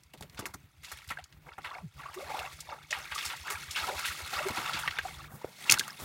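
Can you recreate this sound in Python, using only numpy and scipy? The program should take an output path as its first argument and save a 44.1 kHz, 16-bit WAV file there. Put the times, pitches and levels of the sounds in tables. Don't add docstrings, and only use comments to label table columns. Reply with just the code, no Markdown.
import sys
import numpy as np
from scipy import signal
from scipy.fft import rfft, irfft
from scipy.io import wavfile
from scipy.ndimage import uniform_filter1d

SR = 44100
rng = np.random.default_rng(int(sys.argv[2]) if len(sys.argv) > 2 else 0)


def master(y):
    cut = np.clip(np.atleast_2d(y).T, -1, 1)
    pcm = np.round(cut * 32767)
    wavfile.write(sys.argv[1], SR, pcm.astype(np.int16))


N = 266364
SCENE_CHANGE_S = 5.28


def gain_of(db):
    return 10 ** (np.asarray(db) / 20)


def evened(x):
    return x / np.sqrt(np.mean(x ** 2) + 1e-20)


def add(mix, start_s, sound):
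    start = round(start_s * SR)
    part = mix[start:][:len(sound)]
    part += sound[:len(part)]


def coloured(x, spectrum):
    hz, db = np.transpose(spectrum)
    bins_hz = np.fft.rfftfreq(len(x), 1 / SR)
    curve_db = np.interp(np.log(bins_hz + 1), np.log(hz + 1), db)
    return evened(irfft(rfft(x) * gain_of(curve_db), len(x)))


def smooth_noise(samples):
    return evened(uniform_filter1d(rng.standard_normal(N), size=samples))


def clicks(per_s, spread_db):
    size = gain_of(spread_db * np.minimum(rng.exponential(1, N), 4))
    sign = rng.choice([-1, 1], N)
    return size * sign * (rng.random(N) < per_s / SR)


def bubble(hz, width_ms, glide, rough=0):
    u = np.arange(-1.5 * width_ms * SR // 1000, 1.494 * width_ms * SR // 1000) * 1000 / SR / width_ms
    noise = rng.standard_normal((2, 8192))
    wobble = evened(uniform_filter1d(noise, size=round(SR / hz)))[:, :len(u)]
    bell = np.exp(-np.where(u < 0, 6.0, 2.2) * u ** 2) * (1 + rough * wobble[0])
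    pitch_hz = hz * 2 ** (glide * u + 0.37 * rough * wobble[1])
    return bell * np.sin(2 * np.pi * np.cumsum(pitch_hz) / SR)


def air():
    # pitch_hz [Hz], level_db [dB per Hz]
    first_spectrum = [(25, -20), (60, -4.5), (100, -13), (150, -2), (190, -17.5), (230, -22.5),
                      (330, -21.5), (500, -30), (1000, -28.5), (2500, -31), (5000, -52), (10000, -45),
                      (16000, -36.5)]
    # time_s [s], level_db [dB]
    first_levels = [(0, -62), (3, -62.5), (4.5, -60), (5.27, -54.5)]
    # pitch_hz [Hz], level_db [dB per Hz]
    second_spectrum = [(30, -21), (70, -11), (150, -1.5), (220, -6), (300, -18), (1500, -17), (2500, -36),
                       (16000, -24)]
    second_db = -56
    t = np.arange(N) / SR
    swell = gain_of(4.05 * smooth_noise(3000))
    first_db = np.interp(t, *np.transpose(first_levels))
    first = gain_of(first_db) * coloured(rng.standard_normal(N), first_spectrum)
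    second = gain_of(second_db) * coloured(rng.standard_normal(N), second_spectrum)
    later = np.clip((t - SCENE_CHANGE_S) / 0.044, 0, 1)
    return swell * ((1 - later) * first + later * second)


def surging():
    # start_s [s], length_s [s], slosh_db [dB],
    # commonest bubbles at first_hz [Hz] and at last_hz [Hz], spray and leaf rustle spray_db [dB]
    surges = [(0.375, 0.13, -52, 900, 1100, -63), (0.897, 0.037, -50, 1500, 1690, -49.5),
              (1.004, 0.24, -56.5, 1560, 1570, -67), (1.483, 0.057, -53, 1010, 1410, -71),
              (1.649, 0.13, -45, 1500, 900, -60), (1.999, .16, -47, 1230, 1220, -57),
              (2.186, 0.091, -47, 700, 1110, -52.5), (2.301, 0.16, -38.5, 870, 1070, -48.5),
              (2.513, 0.049, -61, 1900, 1900, -52.5), (2.617, 0.032, -53, 1300, 1200, -70),
              (2.69, 0.062, -45.5, 1080, 860, -57.5), (2.796, 0.1, -57.5, 1210, 1800, -63.5),
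              (2.953, 0.16, -45.5, 920, 1590, -49), (3.202, .15, -43.5, 1820, 1310, -43),
              (3.47, 0.09, -39.5, 1280, 1330, -48), (3.6, 0.17, -47.5, 1600, 1400, -48),
              (3.784, 0.14, -35, 1760, 630, -40.5), (3.983, 0.11, -39, 1380, 1830, -41.5),
              (4.123, 0.22, -46, 1480, 1700, -44), (4.331, 0.19, -35, 1300, 950, -42.5),
              (4.571, 0.21, -35, 1240, 1410, -42), (4.838, 0.22, -43, 1560, 1300, -52),
              (5.048, 0.051, -45.5, 780, 800, -48), (5.113, .13, -51, 1300, 1500, -54),
              (5.29, 0.12, -57, 990, 800, -84), (5.412, 0.12, -55, 800, 900, -58),
              (5.609, 0.12, -54, 990, 1200, -47), (5.705, 0.041, -30.5, 1530, 1300, -42.5),
              (5.815, 0.12, -49, 1200, 1280, -51.5), (6.003, 0.072, -64, 900, 950, -48)]
    slosh_swell_db_per_s, spray_swell_db_per_s, droop_db = 400, 198, 3.5
    slosh_fall_db_per_s, spray_fall_db_per_s = 356, 90
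    still_slosh_db, still_rustle_db = -77, -71.5
    start, length, slosh_db, first_hz, last_hz, spray_db = np.transpose(surges)[:, :, None]
    t = np.arange(0, N, step=32) / SR
    before = np.maximum(start - t, 0)
    done = np.clip((t - start) / length, 0, 1)
    after = np.maximum(t - start - length, 0)
    here = (start < SCENE_CHANGE_S) == (t < SCENE_CHANGE_S)
    water_db = slosh_db - slosh_swell_db_per_s * before - droop_db * done - slosh_fall_db_per_s * after
    mist_db = spray_db - spray_swell_db_per_s * before - droop_db * done - spray_fall_db_per_s * after
    water = here * gain_of(2 * water_db) + gain_of(2 * still_slosh_db) / len(surges)
    spray = (here * gain_of(2 * mist_db)).sum(axis=0) + gain_of(2 * still_rustle_db)
    octaves = np.log2(first_hz * (last_hz / first_hz) ** done)
    octave = (water * octaves).sum(axis=0) / water.sum(axis=0)
    controls = 10 * np.log10(water.sum(axis=0)), octave, 10 * np.log10(spray)
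    return [np.interp(np.arange(N) / SR, t, control) for control in controls]


def slosh(level_db, octave):
    out = np.zeros(N)
    per_s = np.clip(45 * gain_of(.6 * (level_db + 46.0)), 25, 110)
    for hz in np.geomspace(280, 7000, num=36):
        above = np.log2(hz) - octave
        share = np.exp(-.5 * (above / np.where(above > 0, 1.1, .6)) ** 2)
        width_ms = 1000 * rng.uniform(3.5, 11) / hz
        ring = bubble(hz, width_ms, rng.uniform(-0.047, 0.25), rough=0.17)
        starts = clicks(per_s, 3.84) * share / np.sqrt(per_s)
        out += signal.oaconvolve(starts, ring / np.linalg.norm(ring), "same")
    flutter = gain_of(2.78 * smooth_noise(900))
    return gain_of(level_db) * evened(out * flutter)


def rustle(level_db):
    # pitch_hz [Hz], level_db [dB per Hz]
    rustle_spectrum = [(710, -13.5), (1200, -12), (1430, -9), (2450, -1.5), (2790, -11), (3290, -4.5),
                       (7570, -12.5), (11600, -15.5), (16000, -19.5)]
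    clumps = gain_of(2.35 * smooth_noise(400))
    drops = np.zeros(N)
    for hz in np.geomspace(1800, 11000, num=14):
        ping = bubble(hz, 1000 * rng.uniform(3.91, 12) / hz, rng.uniform(0, 0.12))
        drops += signal.oaconvolve(clicks(40, 4.1), np.sqrt(hz) * ping / np.linalg.norm(ping), "same")
    hiss = clumps * rng.standard_normal(N)
    return gain_of(level_db) * coloured(hiss + 0.43 * evened(drops), rustle_spectrum)


def burst(db, hz, fade_s, treble_db):
    t = np.arange(round(fade_s * SR)) / SR
    noise = rng.standard_normal((2, SR // 4))
    uneven = gain_of(2.6 * evened(uniform_filter1d(noise[1], size=90)))
    envelope = (1 - np.exp(-t / (0.021 * fade_s))) * gain_of(-60 * t / fade_s)
    grains = (noise[0] * uneven)[:len(t)] * envelope
    body_band = signal.butter(N=2, Wn=[hz / 1.76, hz * 1.79], btype="band", fs=SR, output="sos")
    body = signal.sosfilt(body_band, grains)
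    treble = signal.lfilter(*signal.butter(N=1, Wn=[3000, 10000], btype="band", fs=SR), grains)
    sound = evened(body) + gain_of(treble_db) * evened(treble)
    return gain_of(db) * sound / abs(sound).max()


def add_snaps(mix):
    # start_s [s], peak_db [dB], body pitch_hz [Hz], fade_s [s to fall by 60 dB]
    snaps = [(.034, -47.5, 5000, .025), (.135, -39, 2540, 0.065), (.175, -45, 2900, .062),
             (.208, -33, 760, 0.044), (.223, -33.5, 2550, .064), (.297, -43, 3400, 0.028),
             (.346, -43, 2020, 0.035), (.391, -28, 930, 0.047), (.455, -27.5, 1300, 0.086),
             (.538, -32, 1100, 0.049), (.831, -39, 2160, .21), (.915, -31, 1320, 0.07),
             (.972, -35.5, 2380, 0.043), (1.042, -45, 2670, 0.032), (1.076, -42, 8000, 0.027),
             (1.088, -35, 2980, 0.062), (1.104, -34, 6900, 0.093), (1.24, -36, 4600, .025),
             (2.141, -33, 1580, 0.058), (2.391, -33.5, 2770, .037), (2.604, -31.5, 5500, 0.044),
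             (2.983, -34, 845, 0.082), (3.146, -28.5, 5470, 0.12), (3.247, -25, 5030, 0.14),
             (3.364, -37.5, 3680, 0.05), (3.499, -22.5, 1310, 0.16), (3.708, -27.5, 4200, 0.091),
             (3.991, -25, 1470, 0.088), (4.052, -23, 2540, 0.22), (4.484, -26, 2250, .029),
             (4.789, -23, 1900, 0.14), (5.7215, -4.5, 6470, 0.021), (5.739, -16.5, 2050, 0.024),
             (5.786, -22, 5030, 0.021), (5.7945, -13, 3900, .03), (5.878, -27.5, 1160, 0.024),
             (5.991, -36, 786, 0.2)]
    for start_s, peak_db, pitch_hz, fade_s in snaps:
        add(mix, start_s, burst(peak_db, pitch_hz, fade_s, treble_db=-0.5))


def engine():
    # time_s [s], speed [firings per s]
    speeds = [(0, 6.845), (2.98, 6.845), (4.1, 7.48), (6.1, 7.49)]
    # time_s [s], peak_db [dB]
    levels = [(0, -53), (.8, -50), (1.15, -44.5), (1.45, -57), (1.75, -50), (2.1, -55), (2.3, -45),
              (2.55, -49), (2.8, -56), (3.2, -44.5), (3.7, -44), (4.35, -42.5), (4.65, -56), (4.8, -47.5),
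              (5.2, -43.5)]
    exhaust_hz, width_ms = 76.7, 26.75
    uneven_db = 1
    t = np.arange(.06, 5.2, 1 / SR)
    turns = np.cumsum(np.interp(t, *np.transpose(speeds))) / SR
    times = np.interp(np.arange(int(turns[-1]) + 1), turns, t)
    detune = rng.uniform(0.908, 1.11, (len(times), 2))
    levels_db = np.interp(times, *np.transpose(levels)) + uneven_db * rng.standard_normal(len(times))
    out = np.zeros(N)
    for middle_s, db, (low, high) in zip(times, levels_db, detune):
        note = bubble(exhaust_hz * low, width_ms, 0)
        overtone = bubble(2 * exhaust_hz * high, width_ms, 0)
        thump = note + 0.1 * overtone
        add(out, middle_s - len(thump) / 2 / SR, gain_of(db) * thump)
    return out


def knock(db, hz, fade_s):
    t = np.arange(round(fade_s * SR)) / SR
    envelope = gain_of(-60 * t / fade_s) * (1 - np.exp(-t / 0.0014))
    push = rng.standard_normal(SR // 4)[:len(t)] * envelope
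    hollow = signal.butter(N=2, Wn=[hz / 3.5, hz * 2.0], btype="band", fs=SR, output="sos")
    thud = signal.sosfilt(hollow, push)
    return gain_of(db) * thud / abs(thud).max()


def add_knocks(mix):
    # start_s [s], peak_db [dB], pitch_hz [Hz], fade_s [s to fall by 60 dB]
    knocks = [(.138, -43.5, 413, 0.071), (.209, -39.5, 112, 0.04), (.226, -40.5, 305, .1),
              (.39, -32.5, 147, 0.061), (.42, -38, 340, 0.21), (.455, -40, 369, 0.091),
              (.541, -42.5, 134, 0.075), (1.108, -43, 172, 0.053), (1.579, -46, 175, 0.097),
              (4.499, -33.5, 226, 0.11), (4.575, -33.5, 221, 0.2), (4.742, -37.5, 140, 0.066),
              (5.334, -40.5, 111, 0.03), (5.444, -28.5, 213, 0.025), (5.697, -36.5, 238, 0.11),
              (5.719, -33, 167, 0.12), (5.73, -64, 55, .12), (5.795, -40, 213, 0.11)]
    for start_s, peak_db, pitch_hz, fade_s in knocks:
        add(mix, start_s, knock(peak_db, pitch_hz, fade_s))


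def add_splashes(mix):
    # start_s [s], peak_db [dB], body pitch_hz [Hz], fade_s [s to fall by 60 dB]
    splashes = [(.371, -38, 2700, 0.21), (.845, -33.5, 3680, 0.071), (.987, -40, 2030, 0.03),
                (1.102, -27.5, 1390, 0.13), (1.185, -35, 1480, .066), (1.324, -43, 2580, 0.048),
                (1.46, -45.5, 710, 0.22), (1.58, -32.5, 885, 0.064), (1.643, -27, 1530, 0.15),
                (2.726, -40, 960, 0.19), (2.906, -24, 3660, 0.082), (2.928, -26, 1790, 0.23),
                (3.112, -25, 1720, 0.16), (3.177, -24.5, 2460, 0.12), (3.299, -26, 1870, 0.14),
                (3.411, -36.5, 3040, 0.055), (3.757, -25, 2200, .21), (4.194, -35.5, 925, 0.2),
                (4.335, -30, 2100, 0.17), (4.731, -20.5, 2690, 0.18), (4.876, -21.5, 1780, 0.047),
                (4.908, -27.5, 2120, .035), (4.986, -22, 1690, 0.033), (5.7105, -10.5, 5940, 0.026)]
    for start_s, peak_db, pitch_hz, fade_s in splashes:
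        add(mix, start_s, burst(peak_db, pitch_hz, fade_s, treble_db=-15))


def crack(db, hz):
    cycles = np.arange(round(6 * SR / hz)) * hz / SR
    ring = np.exp(-1.0 * cycles) * np.sin(2 * np.pi * cycles)
    ring = signal.lfilter(*signal.butter(N=2, Wn=hz / 3, btype="high", fs=SR), ring)
    return gain_of(db) * ring / abs(ring).max()


def add_cracks(mix):
    # start_s [s], peak_db [dB], pitch_hz [Hz]
    cracks = [(.3925, -28, 1500), (.4562, -22, 2300), (1.1035, -26, 2500), (1.2405, -35, 5000),
              (2.3922, -23, 2900), (2.9282, -20, 2400), (3.5035, -23, 3200), (3.711, -27, 4600),
              (4.0518, -21, 2800), (4.486, -24, 8000), (4.8772, -17, 2400), (4.9872, -15, 2200),
              (5.4455, -27, 700), (5.7004, -2, 6000), (5.7138, -8, 4800), (5.7222, -2, 7000),
              (5.7415, -15, 6000), (5.7995, -15, 4500)]
    for start_s, peak_db, pitch_hz in cracks:
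        add(mix, start_s, crack(peak_db, pitch_hz))


def add_ring(mix, middle_s, db, hz, width_ms, glide):
    ring = bubble(hz, width_ms, glide, rough=0.19)
    add(mix, middle_s - len(ring) / 2 / SR, gain_of(db) * ring)


def add_bubbles(mix):
    # middle_s [s], peak_db [dB], pitch_hz [Hz]
    bubbles = [(1.11, -34.5, 1360), (1.121, -33.5, 1820), (1.174, -30.5, 1604), (1.192, -42, 725),
               (1.587, -40, 775), (1.714, -36, 1052), (1.76, -42.5, 710), (1.999, -41, 1073),
               (2.061, -34.5, 1070), (2.09, -39, 1160), (2.177, -38, 371), (2.228, -39, 577),
               (2.318, -35.5, 823), (2.345, -29, 790), (2.446, -36, 728), (2.728, -35, 855),
               (2.917, -44.5, 606), (2.929, -20, 1840), (2.975, -39.5, 786), (3.162, -29.5, 1196),
               (3.317, -42, 1000), (3.339, -39.5, 884), (3.483, -29.5, 1640), (3.512, -47, 395),
               (3.842, -27, 1267), (3.881, -35.5, 750), (3.898, -44, 419), (3.931, -39, 585),
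               (4.086, -31, 1880), (4.37, -29.5, 1210), (4.412, -33.5, 606), (4.465, -31, 379),
               (4.574, -34, 933), (4.844, -37, 923), (4.882, -21.5, 1793), (4.992, -20, 1674),
               (5.056, -28, 730), (5.6966, -5, 2720), (5.6976, -7.5, 2930), (5.775, -35, 4230),
               (5.778, -28.5, 1430), (5.811, -24, 1590), (5.838, -38.5, 2980), (5.86, -48, 850),
               (5.886, -46.5, 1220), (5.901, -39, 1630), (5.906, -34.5, 5130)]
    for middle_s, peak_db, pitch_hz in bubbles:
        cycles = 9 * gain_of(.22 * (-35 - peak_db))
        add_ring(mix, middle_s, peak_db, pitch_hz, 1000 * cycles / pitch_hz, glide=.15)


def add_gulp(mix):
    # middle_s [s], peak_db [dB], pitch_hz [Hz], width_ms [ms], glide [octaves per width]
    gulp = (1.848, -38, 165, 39, -0.75)
    add_ring(mix, *gulp)


def banks(x):
    t = np.arange(SR // 12) / SR
    tail = rng.standard_normal(len(t)) * gain_of(-60 * t / .055) * (t > .0012)
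    return signal.oaconvolve(x, tail / np.linalg.norm(tail))[:N]


def scene():
    slosh_db, octave, rustle_db = surging()
    near = slosh(slosh_db, octave) + rustle(rustle_db)
    add_snaps(near)
    add_knocks(near)
    add_splashes(near)
    add_cracks(near)
    add_bubbles(near)
    add_gulp(near)
    mix = near + gain_of(-11.0) * banks(near) + engine() + air()
    return mix[None]


def record(dry):
    bass_cut = signal.butter(N=3, Wn=42, btype="high", fs=SR, output="sos")
    thin = signal.sosfilt(bass_cut, dry)
    band_limit = signal.firwin(511, 15900, window=("kaiser", 9), fs=SR)
    return signal.oaconvolve(thin, band_limit[None], "same")


dry = scene()
out = record(dry)
master(out)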